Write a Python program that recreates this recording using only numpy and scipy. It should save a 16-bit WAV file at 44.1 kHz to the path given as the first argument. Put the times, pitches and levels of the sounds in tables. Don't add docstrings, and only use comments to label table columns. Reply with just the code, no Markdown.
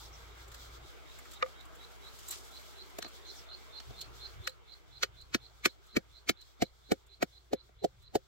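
import sys
import numpy as np
from scipy import signal
from scipy.fft import rfft, irfft, next_fast_len
from scipy.io import wavfile
from scipy.ndimage import uniform_filter1d

SR = 44100
rng = np.random.default_rng(int(sys.argv[2]) if len(sys.argv) > 2 else 0)


def to_wav(sig):
    pcm = np.clip(np.atleast_2d(sig), -1, 1) * 32767
    pcm = np.round(pcm).astype(np.int16)
    wavfile.write(sys.argv[1], SR, pcm.T)


def boost(x):
    u = np.asarray(x, float) / 20
    return 10 ** u


N = 364707

# frequency [Hz], t60 [s], level [dB].
FULL = [
    [(190, 0.015, 4), (273.3, 0.019, -0.5), (341.4, 0.036, -1.5)],
    [(710, 0.019, 8), (425.4, 0.028, 3.5), (554.5, 0.034, -6.5), (788, 0.003, -9.5), (521, 0.064, -6)],
    [(1269, 0.015, 1.5), (2256, 0.019, -1), (1130, 0.005, -7), (1482, 0.018, 1.5), (1705, 0.035, -1.5),
     (1863, 0.021, 3), (2560, 0.018, -1)],
    [(3030, 0.016, 5), (3270, 0.011, -12), (3580, 0.0042, 7), (4060, 0.0072, 6.5), (4470, 0.0064, 9),
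     (5304, 0.019, 3), (5850, 0.0033, 1), (6200, 0.0029, 5)],
    [(7360, 0.0037, 6.5), (8510, .003, -6), (12200, 0.00075, 0.5), (11900, 0.00044, -0.5),
     (14700, 0.0053, -0.5)],
]
# time [s], level [dB].
SURROUNDINGS = [
    (0, 0),
    (4.45, -1),
    (4.52, -6.5),
    (5.7, -8.5),
    (6.9, -11),
    (8.27, -13),
]


def band(x, lo_hz, hi_hz):
    y = signal.sosfilt(signal.butter(3, [lo_hz, hi_hz], "band", fs=SR, output="sos"), x)
    return y / y.std()


def ring(x, hz, t60):
    pole = np.exp(2j * np.pi * hz / SR - np.log(1000) / (t60 * SR))
    return signal.lfilter([1], np.poly([pole, pole * np.exp(-hz / SR)]), x)


def walk(rate, size, step=1):
    steps = np.repeat(rng.standard_normal((size, int(N / SR * rate) + 2)), 16, axis=1)
    steps = 1.3 * uniform_filter1d(uniform_filter1d(steps, 16), 16)
    at = np.arange(0, N, step) * 16 * rate / SR
    return np.array([np.interp(at, np.arange(len(v)), v) for v in steps])


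def curve(table):
    s, *columns = np.transpose(table)
    return [np.interp(np.arange(N) / SR, s, c) for c in columns]


def hump(s, span):
    return np.exp(-((np.arange(N) / SR - s) / span) ** 2)


def add(out, x, s):
    i = max(int(s * SR), 0)
    out[:, i:i + x.shape[1]] += x[:, :N - i]


def river():
    # frequency [Hz], level [dB per Hz].
    water = [(140, -8), (228, -10.5), (414, 2.5), (518, -6.5), (660, -2.5), (1000, -6), (1380, -0.5),
             (1800, -10.5), (2250, -4.5), (2700, -14), (3300, -7.5)]
    # frequency [Hz], level [dB per Hz].
    treble = [(2600, -40.5), (3300, 2), (4500, -2), (7000, -6.5), (7500, -4.5), (8100, -9.5), (9000, -13.5),
              (10600, -16.5), (11300, -12), (15000, -14), (15800, -9)]
    duck_db = curve(SURROUNDINGS)[0]
    babble_db, splash_db, hiss_db = -59 + 1.164 * duck_db, -65 + 1.04 * duck_db, -74 + 1.09 * duck_db

    hz, db = np.transpose(water)
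    babble = 0
    for c in 160 * 2 ** np.arange(0, 4.4, 1 / 4):
        flicker_db = np.interp(np.log(c), np.log([300, 3000]), [3.1, 1.6]) * walk(28, size=1, step=4)
        gain = boost(np.interp(np.log(c), np.log(hz), db) + flicker_db) * np.sqrt(c)
        noise = rng.standard_normal((2, gain.shape[1]))
        babble = babble + gain * band(noise, 4 * c / 1.09, 4 * c * 1.09)
    babble = signal.resample_poly(babble, 4, 1, axis=1)[:, :N]

    size = next_fast_len(N)
    f = np.maximum(np.fft.rfftfreq(size, 1 / SR), 1)
    hz, db = np.transpose(treble)
    colour = boost(np.interp(np.log(f), np.log(hz), db, left=-90, right=-90))
    spray = rfft(rng.standard_normal((2, size))) * colour
    edges = ((0, 8700), (11100, SR), (8700, 9500), (9500, 10300), (10300, 11100))
    splash, hiss, *dips = (irfft(spray * (f >= lo) * (f < hi))[:, :N] for lo, hi in edges)
    for dip, kept in zip(dips, walk(24, size=3)):
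        hiss = hiss + dip * np.clip(2 * kept + 2.4, .1, 1)
    rush = boost(splash_db + 2.5) * splash / splash.std() + boost(hiss_db + 2.5) * hiss / hiss.std()
    return boost(babble_db + 2.5) * babble / babble.std() + boost(2.8 * walk(22, size=1)) * rush


def bass():
    # time [s], level over the steady wind [dB], half length [s].
    gusts = [
        (3.9, 13, 0.033),
        (4.115, 12, 0.046),
        (4.384, 15, 0.047),
        (5.146, 5, 0.38),
        (6.404, 0.5, 0.14),
        (7.987, 9, 0.28),
    ]
    # time [s], lead [radians].
    slip = [(0, -.8), (.35, .4), (.86, -2.8), (2.62, -3.0), (2.71, -3.14), (2.82, -3.4), (3.86, -2.1),
            (4.06, 1.8), (4.47, -2.6), (4.93, -1.3), (5.7, -2.4), (6.0, 1.3), (6.3, 2.3), (6.62, 1.05),
            (7.25, -.6), (8.0, -1.6)]
    duck_db = curve(SURROUNDINGS)[0]
    gust_db = sum(db * hump(s, span) for s, db, span in gusts)
    hum_db = -55 + 0.89 * duck_db
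    deep_db = -67 + .7 * duck_db + 0.84 * gust_db
    wind_db = -62.5 + 0.81 * duck_db + gust_db

    hum_hz = 59.3 + 0.53 * walk(6.8, size=1)[0]
    hum = np.sqrt(2) * np.sin(2 * np.pi * np.cumsum(hum_hz) / SR)
    noise = rng.standard_normal((2, N))
    low = boost(hum_db) * hum
    low = low + boost(deep_db + 1.5) * band(noise[0], 28, 52) + boost(wind_db) * band(noise[1], 66, 132.6)

    s, lead = np.transpose(slip)
    lead = lead[np.maximum(np.searchsorted(s, np.arange(N) / SR) - 1, 0)]
    turn = uniform_filter1d(np.cos(lead), 900) - 1j * uniform_filter1d(np.sin(lead), 900)
    return np.array([low, (signal.hilbert(low, next_fast_len(N))[:N] * turn).real])


def peeps():
    # time [s], level [dB], pitch [Hz], fall [Hz], half length [s].
    falling_notes = [
        (0.038, -61, 5850, 198, 0.011),
        (0.061, -58.5, 5420, 100, 0.015),
        (0.139, -58.5, 5700, 400, 0.019),
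        (0.158, -59.5, 5700, 100, .014),
        (3.284, -62, 6240, 300, .025),
        (3.307, -56, 5370, 100, 0.015),
        (3.368, -60, 6200, 200, 0.011),
        (3.389, -58, 5470, 500, 0.034),
    ]
    out = np.zeros((2, N))
    for s, db, hz, fall_hz, length in falling_notes:
        t = np.arange(-1, 1, 1 / (length * SR))
        phase = 2 * np.pi * np.cumsum(hz - fall_hz * t / 2) / SR
        blur = uniform_filter1d(uniform_filter1d(rng.standard_normal((2, 2, len(t))), 36), 36)
        peep = np.exp(-3.0 * t ** 2) * (blur[0] * np.sin(phase) + blur[1] * np.cos(phase))
        add(out, boost(db + 20.5) * peep, s - length)
    return out


def cricket():
    # time [s], level [dB], wing pitch [Hz].
    song = [
        (.32, -62, 3740),
        (0.598, -63, 3760),
        (1.365, -54, 3710),
        (2.076, -50.5, 3916),
        (3.301, -44, 4135),
        (4.254, -41, 4154),
        (4.488, -42, 4100),
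        (5.697, -45, 4097),
        (7.136, -43.5, 4067),
        (8.07, -44, 4050),
    ]
    chirp_number = [0, 1, 4, 7, 12, 16, 17, 22, 28, 32]
    pan_db = -4.5
    out, t = np.zeros((2, N)), np.arange(2 * SR // 11) / SR
    at = np.arange(.063, .13, 1 / 236)[:, None, None]
    effort = (at - .04) / (at[-1] - .04)
    swell = effort ** 1.32 * np.where(np.arange(len(at)) % 2, .6, 1)[:, None, None]
    shape = np.exp(-((t - at) / 0.0018) ** 2)
    chirps = [np.interp(np.arange(chirp_number[-1] + 1), chirp_number, c) for c in np.transpose(song)]
    for s, db, hz in zip(*chirps):
        chance = rng.standard_normal((3, len(at), 2, 1))
        pitch = hz * (.985 + .024 * effort + (.006 + .025 * effort ** 4) * chance[0])
        phase = 2 * np.pi * (pitch * (t - at) + hz * at) + 1.2 * chance[2]
        wing = (swell * boost(2.6 * chance[1]) * shape * np.sin(phase)).sum(axis=0)
        wing /= np.sqrt(uniform_filter1d(wing ** 2, 700).max(axis=1, keepdims=True))
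        noise = rng.standard_normal((2, len(t)))
        lower = ring(noise * np.exp(-((t - .08) / .05) ** 2), .87 * hz, .014).imag
        reeds = ring(noise * np.exp(-((t - .135) / .03) ** 2), 1.03 * hz, .012).imag
        upper = ring(noise * np.exp(-((t - .115) / .012) ** 2), 1.11 * hz, .012).imag
        call = wing + 0.13 * lower / lower.std() + 0.12 * reeds / reeds.std() + 0.067 * upper / upper.std()
        add(out, boost(db - 2.7 + np.array([[pan_db], [-pan_db]]) / 2) * call, s - .113)
    return out * boost(curve(SURROUNDINGS)[0])


def burst(modes, db, delay_ms, rise_ms, fall_ms, smear_ms, smear_db, alike, size=SR // 10):
    ms = np.arange(size) * 1000 / SR - 30 - delay_ms
    push = np.where(ms < 0, np.exp(-(ms / rise_ms) ** 2), np.exp(-abs(ms) / fall_ms))
    push = push + boost(smear_db) * np.exp(-(ms / smear_ms) ** 2)
    y = 0
    for hz, t60, mode_db in modes:
        left, other = rng.standard_normal((2, len(ms)))
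        right = alike * left + np.sqrt(1 - alike ** 2) * other
        luck, tune, turn = rng.standard_normal(3)
        z = ring(push * np.array([left, right]), hz * (1 + 0.0085 * tune), t60)
        z[1] *= np.exp(1j * np.sign(turn) * (np.pi / 2 + 0.23 * tune))
        y = y + boost(mode_db + 0.36 * luck) * z.imag / z.imag.std(axis=1, keepdims=True)
    top = np.sqrt(uniform_filter1d(np.mean(y ** 2, axis=0), 180).max())
    return boost(db + 2.5) * y / top


def rustles():
    # time [s], spray [dB], crunch [dB], crack [dB].
    ticks = [(0.4798, -62, -54, -59), (0.5171, -58.5, -45, -50), (0.5433, -54.5, -40, -46.5),
             (1.1862, -56.5, -68, -46.5), (1.2523, -65.5, -76, -46), (1.3144, -56, -47, -54),
             (1.3345, -55.5, -46, -51), (1.607, -65.5, -53, -59), (1.6526, -62, -65, -65),
             (1.7534, -62, -59, -53), (2.189, -56.5, -45, -56), (2.284, -42.5, -51, -61),
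             (2.3089, -38, -34, -47), (2.324, -51.5, -35, -38.5), (2.897, -65.5, -74.5, -61),
             (3.0826, -60, -56, -60), (3.989, -64.5, -50, -79), (4.0114, -47.5, -32.5, -55),
             (4.269, -76, -51, -49), (4.441, -68, -63, -66), (4.493, -59, -48, -52),
             (5.213, -66.5, -58, -76), (5.867, -68, -68, -79), (6.412, -63, -47, -70),
             (7.066, -68.5, -65, -75), (8.023, -72, -71, -64)]
    fall_ms = 7.8
    out = np.zeros((2, N))
    for s, spray_db, crunch_db, crack_db in ticks:
        for db, modes in zip((crack_db - 11.5, crunch_db - 13.5, spray_db), FULL[2:]):
            add(out, burst(modes, db, 3.0, .6 * fall_ms, fall_ms, 12., -24., .4, size=SR // 14), s - .03)
    return out


def hit(part_db, body, softness, lag_ms, clean_db):
    # delay [ms], rise [ms], fall [ms], smear [ms], smear level [dB], share alike in both channels.
    contact = [
        (3.73, 2.12, 2.6, 22.4, -33, 1),
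        (3.56, 2.23, 2.1, 15.7, -23.5, 0.99),
        (3.8, 2.75, 1.8, 14.8, -19.5, 0.95),
        (6, 7.2, 2.9, 20.6, -22, 1),
        (4, 3.08, 5.2, 12.7, -14, 0.53),
    ]
    base_hz = [150, 783]
    parts = []
    for k, (db, modes, row) in enumerate(zip(part_db, body, contact)):
        delay, rise, fall, smear, smear_db, alike = row
        delay_ms = softness * delay + (k < 2) * lag_ms
        parts.append(burst(modes, db, delay_ms, softness * rise, softness * fall,
                           smear, smear_db - clean_db, alike))
    base = signal.sosfilt(signal.butter(4, base_hz, "band", fs=SR, output="sos"), parts[0] + parts[1])
    return base + 0.56 * parts[0] + sum(parts[2:])


def knocks_and_taps():
    # time [s], bowl [dB], crack [dB],
    # crunch [dB], spray [dB].
    knocks = [
        (1.4245, -34, -25.5, -43, -60),
        (1.46, -53, -49, -70, -70),
        (4.472, -48, -33, -35, -43),
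    ]
    # time [s], bowl [dB], crack [dB], crunch [dB], spray [dB].
    taps = [
        (2.985, -40, -46, -48, -44.5),
        (3.023, -54, -44.5, -41.5, -50.5),
        (3.045, -48, -49.5, -50, -72),
        (3.061, -52, -56, -61, -72),
        (3.8, -59.5, -56, -50.5, -63.5),
        (3.905, -50.5, -72, -60, -72),
        (7.69, -61.5, -69, -82, -87),
    ]
    # frequency [Hz], t60 [s], level [dB].
    empty_bowl = [[(250, .03, 0), (340, .03, 0)], [(515, .12, 0), (690, .03, -13)], [(1212, .036, 0),
                  (1456, .02, -10), (1760, .016, -12), (2000, .016, -9), (2330, .016, -11),
                  (2860, .012, -16), (3600, .012, -14)]] + FULL[3:]
    groups = ((knocks[:2], empty_bowl, .55, -23),
              (knocks[2:], empty_bowl[:2] + FULL[2:], .7, -23),
              (taps, FULL, .65, -5.5))
    out = np.zeros((2, N))
    for table, body, softness, thud_db in groups:
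        for s, *part_db in table:
            add(out, hit([part_db[0] + thud_db] + part_db, body, softness, -1., 8), s - .03)
    return out


def salt():
    # time [s], level [dB].
    pour = [
        (2.12, -82),
        (2.2, -61),
        (2.27, -59),
        (2.3, -53),
        (2.33, -44.5),
        (2.36, -49.5),
        (2.39, -57.5),
        (2.45, -63),
        (2.56, -88),
    ]
    out, span = np.zeros((2, N)), slice(SR, 4 * SR)
    t = np.arange(N)[span] / SR
    gate = (t > pour[0][0]) & (t < pour[-1][0])
    grain_db = 2.2 * rng.exponential(size=len(t)) + 3 * walk(90, size=1)[:, span]
    grains = rng.standard_normal((2, len(t))) * boost(grain_db)
    top, body, low = band(grains, 11000, 15700), band(grains, 3000, 8200), band(grains, 700, 2800)
    dust = boost(-65) * hump(2.39, 0.61)[span] * (body + boost(-3.5) * top)
    patter = body + boost(-14.0) * top + boost(-10.0) * low
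    out[:, span] = gate * boost(curve(pour)[0][span]) * patter + dust
    return out


def favour(modes, *extra_db):
    raised = [(hz, t60, db + 1.5 * more) for (hz, t60, db), more in zip(modes, extra_db)]
    return raised + modes[len(extra_db):]


def pestle_blows():
    # time [s], thud [dB], bowl [dB], crack [dB], crunch [dB].
    blows = [(5.029, -52, -36.5, -27.5, -28), (5.343, -29, -39.5, -27.5, -29.5),
             (5.653, -31.5, -33, -22, -26), (5.964, -26, -31, -28, -35.5), (6.29, -30, -36.5, -27, -27),
             (6.619, -24, -24, -34.5, -35.5), (6.915, -25.5, -23, -34, -36.5),
             (7.223, -30.5, -24, -31.5, -37), (7.53, -32.5, -25.5, -44.5, -43.5),
             (7.841, -35, -23.5, -49, -42.5), (8.151, -30, -22, -43, -38.5)]
    # base [dB], wall [dB].
    landing = [(-7, -7.5), (3, -3.5), (-11, -10.5), (3.5, -12.5), (-2, 3), (3, -0.5), (1, -5.5), (-0.5, 4),
               (-4.5, -9), (-2, -3.5), (1.5, -2.5)]
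    out = np.zeros((2, N))
    for (s, thud_db, bowl_db, crack_db, crunch_db), (base_db, wall_db) in zip(blows, landing):
        lag_ms = 0.37 + 0.33 * max(crack_db - bowl_db, 0)
        since = s - blows[0][0]
        spray_db = -8 + since - 5.5 * np.exp(-(since / .45) ** 4)
        shaft_db = 8 * np.exp(-(s - 6.24) ** 2)
        body = [favour(FULL[0], base_db), favour(FULL[1], wall_db), favour(FULL[2], 0, shaft_db)] + FULL[3:]
        part_db = (thud_db, bowl_db, crack_db, crunch_db, crunch_db + spray_db)
        add(out, hit(part_db, body, 1., lag_ms - 1.5, 0), s - .03)
    return out


def scene():
    background = river() + bass() + peeps() + cricket()
    return background + rustles() + knocks_and_taps() + salt() + pestle_blows()


def band_limit(x):
    return signal.sosfilt(signal.butter(12, 16460, fs=SR, output="sos"), x)


def record(dry):
    mix = signal.sosfilt(signal.ellip(8, .2, 60, 15900, fs=SR, output="sos"), dry)
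    return band_limit(mix)


dry = scene()
out = record(dry)
to_wav(out)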